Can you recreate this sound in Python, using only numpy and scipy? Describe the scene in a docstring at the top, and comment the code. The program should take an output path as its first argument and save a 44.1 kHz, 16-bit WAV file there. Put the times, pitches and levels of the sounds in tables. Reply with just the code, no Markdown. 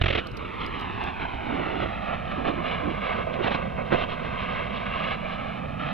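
"""Rocket over a desert flat

A motor burns high and far off: shaped noise and hiss bursts chuff, catch, then roar and crackle as it tumbles.
The ground echo trails the direct sound by a changing delay, so a comb sweeps through the roar.
Flare-ups lift the noise; throaty surges, a deep drone and N-shaped shock pops join it.
Two microphones on the flat also take in low rumble noise, a few faint close noise ticks and steady hiss."""
import sys
import numpy as np
from scipy import signal
from scipy.fft import rfft, irfft, next_fast_len
from scipy.io import wavfile
from scipy.ndimage import uniform_filter1d, map_coordinates

SR = 44100
rng = np.random.default_rng(int(sys.argv[2]) if len(sys.argv) > 2 else 0)


def log_audio(samples):
    """Write samples as a 16-bit WAV file to the path given in sys.argv[1]."""
    # one column per channel
    frames = np.atleast_2d(samples).T
    # limit to full scale, then quantise
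    limited = np.clip(frames, -1, 1)
    pcm = np.round(limited * 32767).astype(np.int16)
    wavfile.write(sys.argv[1], SR, pcm)


N = 261513
TIME = np.arange(N) / SR  # [s]
SIZE = next_fast_len(N, True)
HZ = np.fft.rfftfreq(SIZE, 1 / SR)


def amp(db):
    """Decibels to gain."""
    return 10 ** (np.asarray(db) / 20)


def unit(x):
    """Scales to rms 1."""
    return x / np.sqrt(np.mean(x ** 2) + 1e-20)


def over_hz(points, hz=HZ):
    """Joins (frequency, value) points on a log-frequency axis."""
    f, value = np.transpose(points)
    return np.interp(np.log(hz + 1e-9), np.log(f), value)


def over_time(rows):
    """Joins (time, value) points into a curve over the whole scene."""
    s, value = np.transpose(rows)
    return np.interp(TIME, s, value)


def filtered(x, gain):
    """Applies a gain for each frequency."""
    return irfft(rfft(x, SIZE) * gain, SIZE)[..., :N]


def below(hz, order=8):
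    """Gain of a smooth low-pass."""
    return 1 / (1 + (HZ / hz) ** order)


def coloured_noise(colour, shape=N):
    """White noise given a spectrum from a colour table."""
    return filtered(rng.standard_normal(shape), amp(over_hz(colour)))


def wander(rate_hz, slowest_hz=6):
    """Slow chance of rms 1, between the two rates."""
    band = below(rate_hz, order=4) * (1 - below(slowest_hz, order=4))
    return unit(filtered(rng.standard_normal(N), band))


def shocks(per_s, spread_db):
    """A random train of one-sample pressure spikes; spread_db sets how unequal they are."""
    size = amp(spread_db * np.minimum(rng.exponential(1, N), 4))
    return unit(size * (rng.random(N) < per_s / SR))


USUAL_DB = -33  # reference level from which the jet's swing is counted
# slow swell of the jet as the tumbling nozzle swings: (time [s], level [dB])
JET_SWELL = [(.22, -36.5), (.33, -43.5), (.39, -38.5), (.82, -34), (1.15, -36.5), (1.36, -36),
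             (1.64, -32.5), (2.24, -37), (2.32, -34), (2.55, -36.5), (2.72, -28.5), (2.86, -36), (3, -33),
             (3.06, -29.5), (3.21, -30), (3.245, -37.5), (3.58, -32), (3.72, -39.5), (3.89, -38.5),
             (4.18, -36.5), (4.36, -32), (4.6, -30.5), (4.69, -35.5), (5.12, -28), (5.18, -37), (5.3, -33),
             (5.76, -40), (5.82, -31.5), (5.93, -32.5)]
# dulling as the nozzle turns away, added to the body, taken from the edge: (time [s], change [dB])
NOZZLE_DULLNESS = [(.2, -3), (1.5, -0.5), (2.7, 0.1), (3, -0.5), (3.3, 3), (3.85, 0.5), (4.1, -0.5),
                   (5.05, -1.5), (5.55, -0.5), (5.7, 1), (5.93, -2)]
# jet noise after a long way through air: (frequency [Hz], density [dB per Hz])
FAR_JET_COLOUR = [(80, -8.5), (190, -5), (480, 2), (820, -1), (1000, -3.5), (1220, -2.5), (1500, -10),
                  (1850, -11), (2200, -8), (2900, -11.5), (3300, -17.5), (4000, -22.5), (4750, -40.5),
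                  (5150, -36.5), (7000, -67)]


def jet(crackle=0.77, flare_crackle=0.064, flutter_db=0.66,
        body_db=0.28, rush_db=-3, edge_db=-14.0,
        body_flutter_db=0.66, edge_flutter_db=1.1, body_follow=0.43, edge_follow=1.15):
    """Turbulence and small shocks; the higher the band, the more the swinging nozzle beams it."""
    swing = over_time(JET_SWELL) - USUAL_DB
    dull = over_time(NOZZLE_DULLNESS)
    rise, sharp = flares()
    drive = unit(rng.standard_normal(N) + crackle * shocks(per_s=700, spread_db=0))
    drive = drive * amp(flutter_db * wander(41))  # large eddies shake all bands together
    drive += flare_crackle * rise * shocks(per_s=300, spread_db=0)  # flare-ups are more ragged

    # three bands: body, rush, edge
    colour = amp(over_hz(FAR_JET_COLOUR))
    low, high = below(892), 1 - below(2733, order=16)
    body_level = body_db + body_follow * swing + dull + body_flutter_db * wander(35)
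    edge_level = edge_db + edge_follow * swing - dull + sharp + edge_flutter_db * wander(6)
    body = amp(body_level) * unit(filtered(drive, colour * low))
    rush = amp(rush_db + swing) * unit(filtered(drive, colour * (1 - low - high)))
    edge = amp(edge_level) * unit(filtered(drive, colour * high))
    return amp(USUAL_DB + rise) * (body + rush + edge)


FLARE_RISE_S, FLARE_FALL_S = 0.0091, 0.0048  # time constants
# brief flare-ups of the flame:
# (start time [s], held length [s], level rise [dB], extra sharpness of the edge [dB])
FLARE_UPS = [(0.603, .055, 2, 3.5), (1.009, .08, 4.5, 2), (1.2, 0.061, 5, 0), (1.811, 0.033, 2.5, 4.5),
             (2.079, 0.075, 4.5, -1.5), (2.452, 0.043, 6, -0.5), (3.434, 0.01, 2.5, 9.5),
             (3.477, 0.0052, 4.5, 13.5), (3.507, 0.032, -3, -2), (3.779, 0.045, 5.5, -3),
             (3.921, 0.03, 9.5, -6.5), (3.957, 0.088, 6.5, 5), (4.094, .05, 3.5, 4.5), (4.741, 0.036, 1, 5),
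             (5.057, 0.052, -1, 1.5)]


def flares():
    """Each flare-up rises, holds and falls; gives the added level and the added sharpness in dB."""
    rise, sharp = np.zeros(N), np.zeros(N)
    for start, length, rise_db, sharp_db in FLARE_UPS:
        before = (start - TIME) / FLARE_RISE_S
        after = (TIME - start - length) / FLARE_FALL_S
        shape = np.exp(-np.maximum(np.maximum(before, after), 0))
        rise += rise_db * shape
        sharp += sharp_db * shape
    return rise, sharp


# coughs as the motor lights: (time [s], hiss level [dB])
COUGHS = [(.0165, -17.5), (0.0407, -21.5), (0.0613, -18), (0.084, -19), (0.105, -20.5), (0.129, -23),
          (0.152, -19.5), (.178, -22), (0.19, -30.5)]
# hiss of a cough, and of the rattle round a pop: (frequency [Hz], density [dB per Hz])
COUGH_COLOUR = [(60, -18), (350, 0), (650, -1), (900, -14.5), (1200, -9), (1600, -12.5), (2400, -7),
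                (3200, -10.5), (4000, -17), (4700, -33), (5600, -35), (7500, -63), (12000, -65)]
# each cough cracks open; as the flame takes hold, they die more slowly and push less
COUGH_RISE_S, COUGH_FALL_S, FALL_GROWTH_S_PER_S = 0.0023, 0.0048, 0.034
PUSH_DB, PUSH_FALL_DB_PER_S = -8, 99  # push at time zero and its weakening


def chuffs(push_s=0.0026, swing=1.3, turn=0.1, linger=0.51):
    """Each cough is a crack of hiss on a low swing of pressure: chiefly down, then up."""
    hiss_level, push = np.zeros(N), np.zeros(N)
    for s, hiss_db in COUGHS:
        near = abs(TIME - s) < .05
        t = TIME[near] - s
        u = t / push_s
        length = np.where(t < 0, COUGH_RISE_S, COUGH_FALL_S + FALL_GROWTH_S_PER_S * s)
        hiss_level[near] += amp(hiss_db) * np.exp(-.5 * (t / length) ** 2)
        push_gain = amp(PUSH_DB - PUSH_FALL_DB_PER_S * s)
        push[near] -= push_gain * np.cos(swing * u + turn) / np.cosh(u - linger)
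    return hiss_level * unit(coloured_noise(COUGH_COLOUR)) + push


# shock pops, the longest of them dull thuds: (time [s], peak before rounding [dB], length [s])
SHOCK_POPS = [(1.35, -25, 0.018), (2.318, -22.5, .0008), (2.422, -35.5, .0018), (2.478, -26.5, 0.0012),
              (2.483, -19.5, .0011), (2.508, -25, 0.0032), (2.856, -26.5, 0.011), (3.341, -17.5, .0015),
              (3.447, -13, .0031), (3.486, -20, 0.0026), (3.52, -13.5, 0.0013), (3.549, -12, 0.0019),
              (3.928, -15, 0.0028), (3.943, -16.5, 0.0036), (4.023, -19, .0011), (4.254, -22.5, 0.0074),
              (4.423, -21.5, 0.0078)]


def pops(air_hz=3600, rattle_db=-14, rattle_s=0.011):
    """N-shaped shock waves, rounded by the air, each inside a short rattle of scattered sound."""
    waves, rattle = np.zeros(N), np.zeros(N)
    for s, db, length in SHOCK_POPS:
        u = 2 * (TIME - s) / length
        waves -= amp(db) * u * (abs(u) < 1)
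        rattle += amp(db) * np.exp(-abs(TIME - s) / rattle_s)
    scattered = unit(coloured_noise(COUGH_COLOUR))
    return filtered(waves, below(air_hz, order=12)) + amp(rattle_db) * rattle * scattered


# throaty surges of the flame, bell-shaped in time:
# (time [s], level before the common lift [dB], standard deviation [s], centre frequency [Hz])
FLAME_SURGES = [(1.581, -28.5, .09, 290), (1.72, -28.5, .05, 326), (1.835, -29.5, 0.035, 323),
                (2.405, -31, .034, 253), (2.495, -27, .031, 286), (2.584, -28.5, 0.018, 256),
                (2.868, -25.5, .032, 270), (3.118, -35.5, 0.06, 495), (3.403, -26.5, .012, 350),
                (3.465, -24.5, 0.02, 456), (3.519, -23.5, 0.0092, 485), (3.554, -25, 0.0054, 547),
                (3.934, -23, .015, 365), (4.025, -34.5, .0064, 301)]
# colour of a surge: (multiple of its centre frequency [ratio], density [dB per Hz])
FLAME_SURGE_COLOUR = [(.3, -14), (.7, -7.5), (1, 1), (1.4, -3.5), (2.1, -8), (3, -19.5), (4, -13),
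                      (5.5, -26.5), (9, -31), (16, -78.5)]


def surges(lift_db=2, lumpy_db=1.5):
    """Swells of low, lumpy combustion noise, each around its own pitch."""
    out = np.zeros(N)
    noise_hz = np.fft.rfftfreq(SR, 1 / SR)
    for s, db, length, centre_hz in FLAME_SURGES:
        near = abs(TIME - s) < 4 * length
        t = TIME[near] - s
        colour = amp(over_hz(FLAME_SURGE_COLOUR, noise_hz / centre_hz))
        noise = unit(irfft(rfft(rng.standard_normal(SR)) * colour))
        out[near] += amp(db) * np.exp(-.5 * (t / length) ** 2) * noise[:len(t)]
    return out * amp(lift_db + lumpy_db * wander(70))


# deep drone of the wide, slow end of the plume: (time [s], level [dB])
PLUME_DRONE = [(.2, -52), (1.6, -56), (2.1, -41.5), (3.1, -38), (5.4, -36), (5.93, -30.5)]


def drone(centre_hz=185, width_hz=135, top_hz=290):
    """The largest eddies of the plume hum in one broad low resonance."""
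    detune = (HZ ** 2 - centre_hz ** 2) / (width_hz * (HZ + 1))
    resonance = below(top_hz) / (1 + detune ** 2)
    return amp(over_time(PLUME_DRONE)) * unit(filtered(rng.standard_normal(N), resonance))


# the rocket flies an arc; the ground echo lags most at its top
APEX_S, APEX_LAG_S, LAG_BEND_S_PER_S2 = 3.988, 0.001934, .000086
# strength of the ground echo, before its overall level: (frequency [Hz], gain [dB])
ECHO_GAIN = [(300, -1.5), (900, -3.5), (1500, -2.5), (2400, -8), (3100, -5.5), (4000, -6.5), (5000, -12)]
# porous ground shifts the phase of its echo: (frequency [Hz], phase [radians])
ECHO_PHASE = [(100, 4.5), (320, 0.44), (600, 1.2), (950, 0.6), (1300, 0.83), (1800, -0.67), (2400, 1)]


def ground(x, early_db=-1.5, late_db=-2):
    """Adds the echo off the flat; its lag follows the arc of the flight, so the notches glide."""
    lag = (APEX_LAG_S - LAG_BEND_S_PER_S2 * (TIME - APEX_S) ** 2) * SR  # [samples]
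    bounced = filtered(x, amp(over_hz(ECHO_GAIN)) * np.exp(1j * over_hz(ECHO_PHASE)))
    echo = map_coordinates(bounced, [np.arange(N) - lag], order=3)
    return x + amp(np.interp(TIME, [1.4, 2.8], [early_db, late_db])) * echo


def restless_air(x, patchy_db=0.92, span_s=.06, span_hz=220):
    """Warm air over the flat focuses and thins the sound in drifting patches of time and pitch."""
    hz, t, z = signal.stft(x, SR, nperseg=1024)
    patches = rng.standard_normal((len(t), len(hz)))
    for axis, size in enumerate([span_s / t[1], span_hz / hz[1]]):
        patches = uniform_filter1d(patches, max(1, round(size)), axis)
    gain = amp(patchy_db * unit(patches).T)
    return signal.istft(z * gain, SR)[1][:N]


def scatter(x, t60=0.51):
    """Scrub and uneven ground return a short, faint haze, different on each side."""
    t = TIME[:SR // 4]  # the tail is cut at a quarter second
    tail = rng.standard_normal((2, len(t))) * amp(-60 * t / t60)
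    return signal.oaconvolve(x[None], tail / np.linalg.norm(tail[0]), axes=1)[:, :N]


# left side against the right: (frequency [Hz], gain [dB])
LEFT_SIDE_GAIN = [(40, -8.5), (110, -4), (200, -7.5), (400, -14), (700, -11.5), (950, -2), (1200, -3),
                  (1550, 0.5), (1900, -1.5), (2600, -0.5), (4000, -2.5), (8000, -25)]
# left side against the right: (frequency [Hz], phase [radians])
LEFT_SIDE_PHASE = [(70, .2), (130, -.4), (330, -1.3), (520, -3.4), (700, -4.4), (950, -4.5), (1250, -5.2),
                   (1500, -5.2), (1800, -5.6), (2100, -5.55), (2700, -6.05), (4300, -6.45)]


def left_side_colour(x):
    """On the left side the low mids come weaker and later than on the right."""
    left_response = amp(over_hz(LEFT_SIDE_GAIN)) * np.exp(1j * over_hz(LEFT_SIDE_PHASE))
    return np.array([filtered(x, left_response), x])


# low rumble: (frequency [Hz], density [dB per Hz])
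LOW_RUMBLE_COLOUR = [(10, -13.5), (28, -6), (44, 0.5), (56, 1.5), (80, -0.5), (140, -7), (220, -9),
                     (500, -32), (2000, -86)]


def rumble(apart=0.73, level_db=-37.5, left_db=3.5, loudest_s=2.05, fade_db_per_s=1.08,
           flare_follow=0.21, gust_db=1.13):
    """Low, gusty noise that swells once, follows the flare-ups and differs partly at each microphone."""
    shared, left, right = coloured_noise(LOW_RUMBLE_COLOUR, (3, N))
    pair = left_side_colour(shared) + apart * np.array([left, right])
    pair = amp([[left_db], [0]]) * pair
    rise, _ = flares()
    level = level_db - fade_db_per_s * abs(TIME - loudest_s) + flare_follow * rise
    return amp(level + gust_db * wander(5, slowest_hz=1.9)) * unit(pair)


# faint ticks close by: (time [s], level on the right [dB])
CLOSE_TICKS = [(0.2703, -39.5), (.316, -46), (0.37, -40), (.374, -44), (.664, -39.5), (0.797, -43),
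               (.811, -42), (1.039, -41)]
# colour of the ticks: (frequency [Hz], density [dB per Hz])
CLOSE_TICK_COLOUR = [(1000, -10), (4800, 10.5), (7000, -12), (10000, -11), (15000, -11)]


def ticks(decay_s=0.0025, rise_s=0.00059, left_db=-2):
    """Tiny dry clicks close to the microphones: noise that rises and dies within milliseconds."""
    strength = np.zeros(N)
    for s, db in CLOSE_TICKS:
        strength += amp(db) * np.exp(-np.maximum((TIME - s) / decay_s, (s - TIME) / rise_s))
    grain = unit(coloured_noise(CLOSE_TICK_COLOUR, (2, N)))
    return amp([[left_db], [0]]) * strength * grain


# faint steady hiss: (frequency [Hz], density [dB per Hz])
STEADY_HISS_COLOUR = [(300, 10.5), (1500, 8), (3500, 16.5), (5200, 12), (7000, 3.5), (14000, 1.5),
                      (15000, -13.5)]


def hiss(level_db=-68):
    """Still air and microphone noise, unrelated on the two sides."""
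    return amp(level_db) * unit(coloured_noise(STEADY_HISS_COLOUR, (2, N)))


def scene(scatter_db=-21, unlit_db=-7):
    """The motor with its ground echo and a little diffuse scatter, over rumble, ticks and faint hiss."""
    # the steady flame builds between the first coughs
    roar = jet() * amp(np.interp(TIME, [.06, .16], [unlit_db, 0]))
    motor = restless_air(ground(roar) + drone() + surges()) + pops() + chuffs()
    background = rumble() + ticks() + hiss()
    return left_side_colour(motor) + amp(scatter_db) * scatter(roar) + background


def record(dry, edge_hz=15000):
    """The recorder's band limit: a steep low-pass."""
    low_pass = signal.firwin(511, edge_hz, window=("kaiser", 9), fs=SR)
    return signal.oaconvolve(dry, low_pass[None], "same")


dry = scene()
out = record(dry)
log_audio(out)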